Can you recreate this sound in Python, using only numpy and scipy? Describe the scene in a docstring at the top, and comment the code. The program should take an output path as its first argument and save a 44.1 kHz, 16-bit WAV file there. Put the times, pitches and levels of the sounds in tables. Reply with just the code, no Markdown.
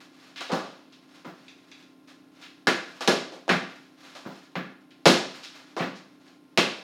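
"""Sneakers dancing on a wooden floor

Someone dances in a bare, ringing room. Each landing is a slap of the rubber sole, a knock
of the boards and a thud as the weight follows. In between, heels and toes tap, soles scuff,
denim rustles and a belt or cord ticks. A refrigerator hums underneath."""
import sys
import numpy as np
from scipy import signal
from scipy.io import wavfile
from scipy.ndimage import uniform_filter1d

SR = 44100
rng = np.random.default_rng(int(sys.argv[2]) if len(sys.argv) > 2 else 0)


def wav_out(sig):
    """Save sig, one row per channel (or a flat mono array), as 16-bit PCM at SR to the path in sys.argv[1]."""
    wavfile.write(sys.argv[1], SR, np.round(np.clip(np.atleast_2d(sig).T, -1, 1) * 32767).astype(np.int16))


N = 301186
HIT_SAMPLES = int(.7 * SR)   # one hit with its tail
BAND_EDGES_HZ = np.geomspace(28, 17500, 29)
BAND_CENTRES_HZ = np.sqrt(BAND_EDGES_HZ[1:] * BAND_EDGES_HZ[:-1])
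CLICK = signal.unit_impulse(4096)


def from_db(db):
    """Decibels to gain."""
    return 10 ** (np.asarray(db) / 20)


def unit_rms(x):
    """Scale to unit rms."""
    return x / np.sqrt(np.mean(x ** 2) + 1e-20)


def at_level(x, db):
    """Give a hit the energy of this level held for a hundredth of a second."""
    return x * from_db(db) * np.sqrt(SR / 100 / np.sum(x ** 2))


def per_band(curve):
    """Read a frequency curve at the band centres, as a column."""
    hz, value = np.transpose(curve)
    return np.interp(np.log(BAND_CENTRES_HZ), np.log(hz), value)[:, None]


def add(out, s, sound):
    """Mix a sound in from time s."""
    start = round(s * SR)
    out[start:start + len(sound)] += sound[:N - start]


def cut(x, hz, kind, order=2):
    """Butterworth filter."""
    return signal.sosfilt(signal.butter(order, hz, kind, fs=SR, output="sos"), x + 1e-18)


def resonance(x, hz, width_hz):
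    """Two-pole resonance with unit gain at its peak."""
    r = np.exp(-np.pi * width_hz / SR)
    poles = [1, -(1 + r * r) * np.cos(2 * np.pi * hz / SR), r * r]
    return signal.lfilter(np.array([1, 0, -1]) * (1 - r * r) / 2, poles, x + 1e-18)


def drift(turns_per_s):
    """A slow random wander."""
    position = np.arange(N) / SR * turns_per_s
    return np.interp(position, np.arange(2000), rng.standard_normal(2000))


def noise_bands():
    """White noise split into third octaves, each held at a steady level."""
    white = rng.standard_normal((2, N + HIT_SAMPLES))
    bands = np.array([cut(white[k % 2], BAND_EDGES_HZ[k:k + 2], "band")
                      for k in range(len(BAND_CENTRES_HZ))])
    power = uniform_filter1d(bands ** 2, size=2600, axis=1)
    steady = (bands / np.sqrt(power + 1e-20))[:, HIT_SAMPLES:]
    return steady * np.sqrt(np.diff(BAND_EDGES_HZ) * 2 / SR)[:, None]


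def room(clicks, bands, direct=1.53, tail_db=-25.0, early_share=1.36, early_decay_s=.018):
    """Each click has its own spot and its own echoes, so their energies add and die band by band."""
    # tone of the reverb: f/Hz, gain/dB
    colour = [(45, 7), (90, -10), (170, -3.5), (225, 0.5), (330, 0), (600, 3), (900, -1.5), (1300, 5.5),
              (2500, 1.5), (4000, 2), (6300, -5), (8000, -12), (11000, -13), (15000, -22)]
    # reverb time: f/Hz, T60/s
    decay = [(100, 0.52), (260, 0.46), (700, 0.5), (1800, 0.51), (4800, 0.54), (8000, 0.46), (14000, 0.25)]
    start = rng.integers(N - len(clicks) + 1)
    energy = clicks ** 2 + 1e-18
    early = early_share * signal.lfilter([1], [1, -np.exp(-1 / (early_decay_s * SR))], energy)
    out = direct * cut(clicks, 5400, "low", order=3)
    for band, db, t60 in zip(bands, per_band(colour), per_band(decay)[:, 0]):
        late = signal.lfilter([1], [1, -1e-6 ** (1 / (t60 * SR))], energy)
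        out += band[start:start + len(clicks)] * from_db(db + tail_db) * np.sqrt(early + late)
    return out


def floor_resonances(x):
    """Floor and room add their own pitches to a sound."""
    # resonances of floor and room: f/Hz, width/Hz, gain/dB
    modes = [(172, 14, -5), (189, 16, 1), (265, 18, 0), (328, 14, -2), (356, 26, 0), (521, 30, -4),
             (662, 28, -5), (784, 24, 0), (993, 22, -3), (1167, 18, -4), (1415, 40, -6), (1684, 30, -1),
             (2092, 24, -4), (2394, 34, -5), (2593, 50, -4), (5321, 30, -3)]
    return x + sum(from_db(db) * resonance(x, hz, width) for hz, width, db in modes)


def refrigerator(air_db=-60, waver_hz=0.89):
    """Slightly unsteady motor tones over a soft rush of air."""
    # airflow spectrum: f/Hz, relative level/dB
    airflow = [(30, -40), (70, -16), (110, -9), (170, 2), (220, -1), (340, 7), (440, -8.5), (700, -5.5),
               (1200, -20), (2500, -20.5), (6000, -50), (9000, -27.5), (15000, -36)]
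    # motor tones: f/Hz, level/dB
    hum = [(177.6, -70.5), (264, -60.5), (296.5, -61.5), (1055, -73.5), (1389, -76.5)]
    rush = np.sum(noise_bands() * from_db(per_band(airflow)), axis=0)
    out = from_db(air_db) * unit_rms(rush)
    for hz, db in hum:
        phase = 2 * np.pi * np.cumsum(hz + waver_hz * drift(6.6)) / SR
        out += np.sqrt(2) * from_db(db) * np.sin(phase)
    return cut(out, 77, "high")


def denim(creases_per_s=260, uneven_db=5.0, sway_db=-69):
    """Denim creases slip in uneven grains, swelling above a faint sway with each swing of a leg."""
    # leg swings: t of the peak/s, half length/s, level/dB
    swings = [(0.01, 0.042, -50.5), (0.24, 0.092, -56), (1.135, 0.066, -58.5), (1.423, 0.062, -61.5),
              (1.707, 0.11, -57.5), (2.094, 0.032, -55.5), (2.414, 0.047, -52), (2.942, .1, -50.5),
              (3.729, 0.086, -55.5), (4.054, 0.074, -54), (4.323, 0.16, -56.5), (5.34, 0.066, -49),
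              (5.558, 0.12, -51.5), (6.257, 0.052, -58.5), (6.83, .1, -54)]
    # tone of the cloth: f/Hz, relative level/dB
    spectrum = [(200, -27), (500, -2), (900, 1), (1400, -1), (3800, -0.5), (6300, -1.5), (8200, -4),
                (15000, -4.5)]
    t = np.arange(N) / SR
    swells = sum(from_db(db) * np.exp(-np.square((t - s) / half_s)) for s, half_s, db in swings)
    motion = from_db(sway_db) + swells
    slips = (rng.random(N) < creases_per_s / SR) * rng.choice([-1, 1], N)
    grains = slips * from_db(uneven_db * np.clip(rng.standard_normal(N), -2, 2))
    rub = room(unit_rms(grains) * motion, noise_bands() * from_db(per_band(spectrum)), direct=0.49)
    rustle = cut(floor_resonances(rub), 390, "high")
    return np.sqrt(np.mean(motion ** 2)) * unit_rms(rustle)


def contact(decay_s, attack, grains_per_s=2500):
    """Two surfaces meet: one click, weighted by attack, then a dying shower of small ones."""
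    fade = np.exp(-np.arange(HIT_SAMPLES) / SR / max(decay_s, 1e-4))
    grains = rng.standard_normal(HIT_SAMPLES) * (rng.random(HIT_SAMPLES) < grains_per_s / SR) * fade
    clicks = grains / np.sqrt(np.sum(grains ** 2) + 1e-12)
    clicks[0] = attack
    return clicks / np.sqrt(np.sum(clicks ** 2))


def on_floor(bands, clicks, ring, db):
    """Clicks excite a ring, which passes through the floor's resonances and into the room."""
    return at_level(signal.fftconvolve(room(clicks, bands), floor_resonances(ring)), db)


def scuffs(bands, grit_db=-30.0):
    """Rubber drags over the boards in bursts of tiny slips."""
    # drags of the sole: t/s, decay/s, level/dB, f/Hz
    drags = [(0.36, 0.15, -29.5, 3130), (0.924, 0.017, -48.5, 3810), (2.426, 0.028, -40, 3000),
             (4.906, .011, -50.5, 2920), (5.43, 0.022, -35, 4350), (5.952, 0.021, -45.5, 4900)]
    out = np.zeros(N)
    for s, decay_s, db, hz in drags:
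        slip = cut(resonance(CLICK, hz, 0.83 * hz), 330, "high", order=3)
        scrape = on_floor(bands, contact(decay_s, attack=0.25, grains_per_s=1200), slip, db)
        add(out, s, scrape + grit(bands, db + grit_db, decay_s))
    return out


def grit(bands, db, decay_s=.025):
    """Dust under a sliding sole crackles at the very top."""
    crackle = cut(CLICK, 16000, "high", order=3)
    return on_floor(bands, contact(decay_s, attack=.15, grains_per_s=900), crackle, db)


def footfall(bands, roll_s, layers):
    """Stack layers of (ring, level/dB, spread/s); the quicker the sole rolls down, the sharper the hit."""
    attack = .008 / (roll_s + .002)
    return sum(on_floor(bands, contact(spread_s, attack), ring, db) for ring, db, spread_s in layers)


def board_knock(hz):
    """Short, dull knock of the boards."""
    body = cut(resonance(CLICK, hz, 1.12 * hz), 200, "high", order=3)
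    return cut(body, 2.0 * hz, "low")


def tread_crack():
    """Bright crack of the tread on the boards."""
    return cut(cut(CLICK, 2500, "high"), 6000, "low", order=1)


def taps(bands, grit_db=-32.0):
    """Heel or toe touches down without weight: a knock, a crack and a little grit."""
    # light touches: t/s, roll/s, knock/dB, knock f/Hz, crack/dB
    touches = [(0.4075, 0.0041, -32.5, 820, -33.5), (0.495, 0.051, -21.5, 660, -40),
               (3.008, 0.0083, -27, 920, -29), (3.322, 0.014, -36.5, 503, -44),
               (3.480, .002, -26, 530, -39.5), (4.152, 0.011, -39, 870, -40),
               (5.766, 0.019, -22.5, 630, -34)]
    out = np.zeros(N)
    for s, roll_s, knock_db, knock_hz, crack_db in touches:
        layers = [(board_knock(knock_hz), knock_db, 1.3 * roll_s),
                  (tread_crack(), crack_db, 2.4 * roll_s)]
        add(out, s, footfall(bands, roll_s, layers) + grit(bands, crack_db + grit_db))
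    return out


def sole_slap(bands, roll_s, weight_db, hardness_db, slap_db, slap_hz):
    """The sole lands: air claps out under it, the tread cracks and the boards knock."""
    clap = resonance(CLICK, slap_hz, 0.77 * slap_hz)
    pocket = resonance(CLICK, slap_hz, 0.024 * slap_hz)   # the hollow under the sole rings briefly
    slap = cut(clap + 0.47 * pocket, 4200, "low", order=1)
    layers = [(slap, slap_db, roll_s),
              (tread_crack(), weight_db + hardness_db, 2.8 * roll_s),
              (board_knock(hz=696), weight_db + 1.5 + 0.22 * hardness_db, 1.3 * roll_s)]
    return footfall(bands, roll_s, layers)


def weight_thud(bands, roll_s, weight_db, hardness_db):
    """One short push: the floor thuds, the joists shake, and a hard landing makes the boards boom."""
    body = resonance(CLICK, hz=176.0, width_hz=120)
    thud = cut(cut(body, 160, "high", order=4), 310, "low")
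    joists = resonance(CLICK, hz=55, width_hz=45)
    boom = board_knock(hz=351)
    push_s = 0.49 * roll_s
    layers = [(thud, weight_db, push_s),
              (joists, weight_db - 37.5, push_s),
              (boom, weight_db + 2 + 0.85 * hardness_db, push_s)]
    return footfall(bands, roll_s, layers)


def stomps(bands, weight_lag_s=.007):
    """Full landings: the sole slaps, the weight follows and the tread grinds as it settles."""
    # landings: t/s, roll/s, weight/dB, hardness of the contact/dB, slap/dB, slap f/Hz
    landings = [ (0.519, .012, -23, -6.5, -36, 1370), (1.247, 0.019, -36.5, -11, -39.5, 1370),
                (2.6710, 0.0026, -24, 4.5, -13.5, 1690), (3.076, 0.0033, -20, 4.5, -20, 1620),
                (3.492, 0.009, -17.5, -7.5, -14, 1830), (4.253, 0.021, -32.5, -15.5, -56.5, 1150),
                (4.555, 0.0027, -25.5, -24, -27, 1750), (5.056, 0.012, -12, 2.5, -17.5, 1750),
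                (5.795, 0.021, -23, -27, -25, 1950), (6.5754, 0.0025, -20.5, 4, -14, 2730)]
    out = np.zeros(N)
    for s, roll_s, weight_db, hardness_db, slap_db, slap_hz in landings:
        add(out, s, sole_slap(bands, roll_s, weight_db, hardness_db, slap_db, slap_hz))
        add(out, s + weight_lag_s, weight_thud(bands, roll_s, weight_db, hardness_db))
        add(out, s + weight_lag_s, grit(bands, db=-45 + .45 * weight_db))
    return out


def belt_ticks(bands, rattle_s=0.0041):
    """A belt or cord taps lightly and rings briefly."""
    # ticks: t/s, level into the room/dB
    ticks = [(1.482, -53.5), (1.716, -53), (1.826, -63)]
    # resonances of belt or cord: f/Hz, width/Hz, relative level/dB
    modes = [(2557, 350, 4), (3480, 250, 2), (3780, 450, -5), (4670, 510, -3), (5900, 500, -4)]
    ring = sum(from_db(db) * resonance(CLICK, hz, width) for hz, width, db in modes)
    out = np.zeros(N)
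    for s, db in ticks:
        rattle = room(contact(rattle_s, attack=0.81), bands)
        add(out, s, signal.fftconvolve(rattle, at_level(ring, db)))
    return out


def scene():
    """Feet, clothes and refrigerator in a mono mix."""
    bands = noise_bands()
    feet = stomps(bands) + taps(bands) + scuffs(bands)
    clothes = denim() + belt_ticks(bands)
    return (feet + clothes + refrigerator())[None, :]


def record(dry):
    """A soft clip rounds the hardest peaks and a steep low-pass trims the top."""
    ceiling, cutoff_hz = .85, 16000
    rounded = dry / (1 + (dry / ceiling) ** 4) ** (1 / 4)
    return signal.sosfilt(signal.ellip(10, .1, 80, cutoff_hz, fs=SR, output="sos"), rounded)


dry = scene()
out = record(dry)
wav_out(out)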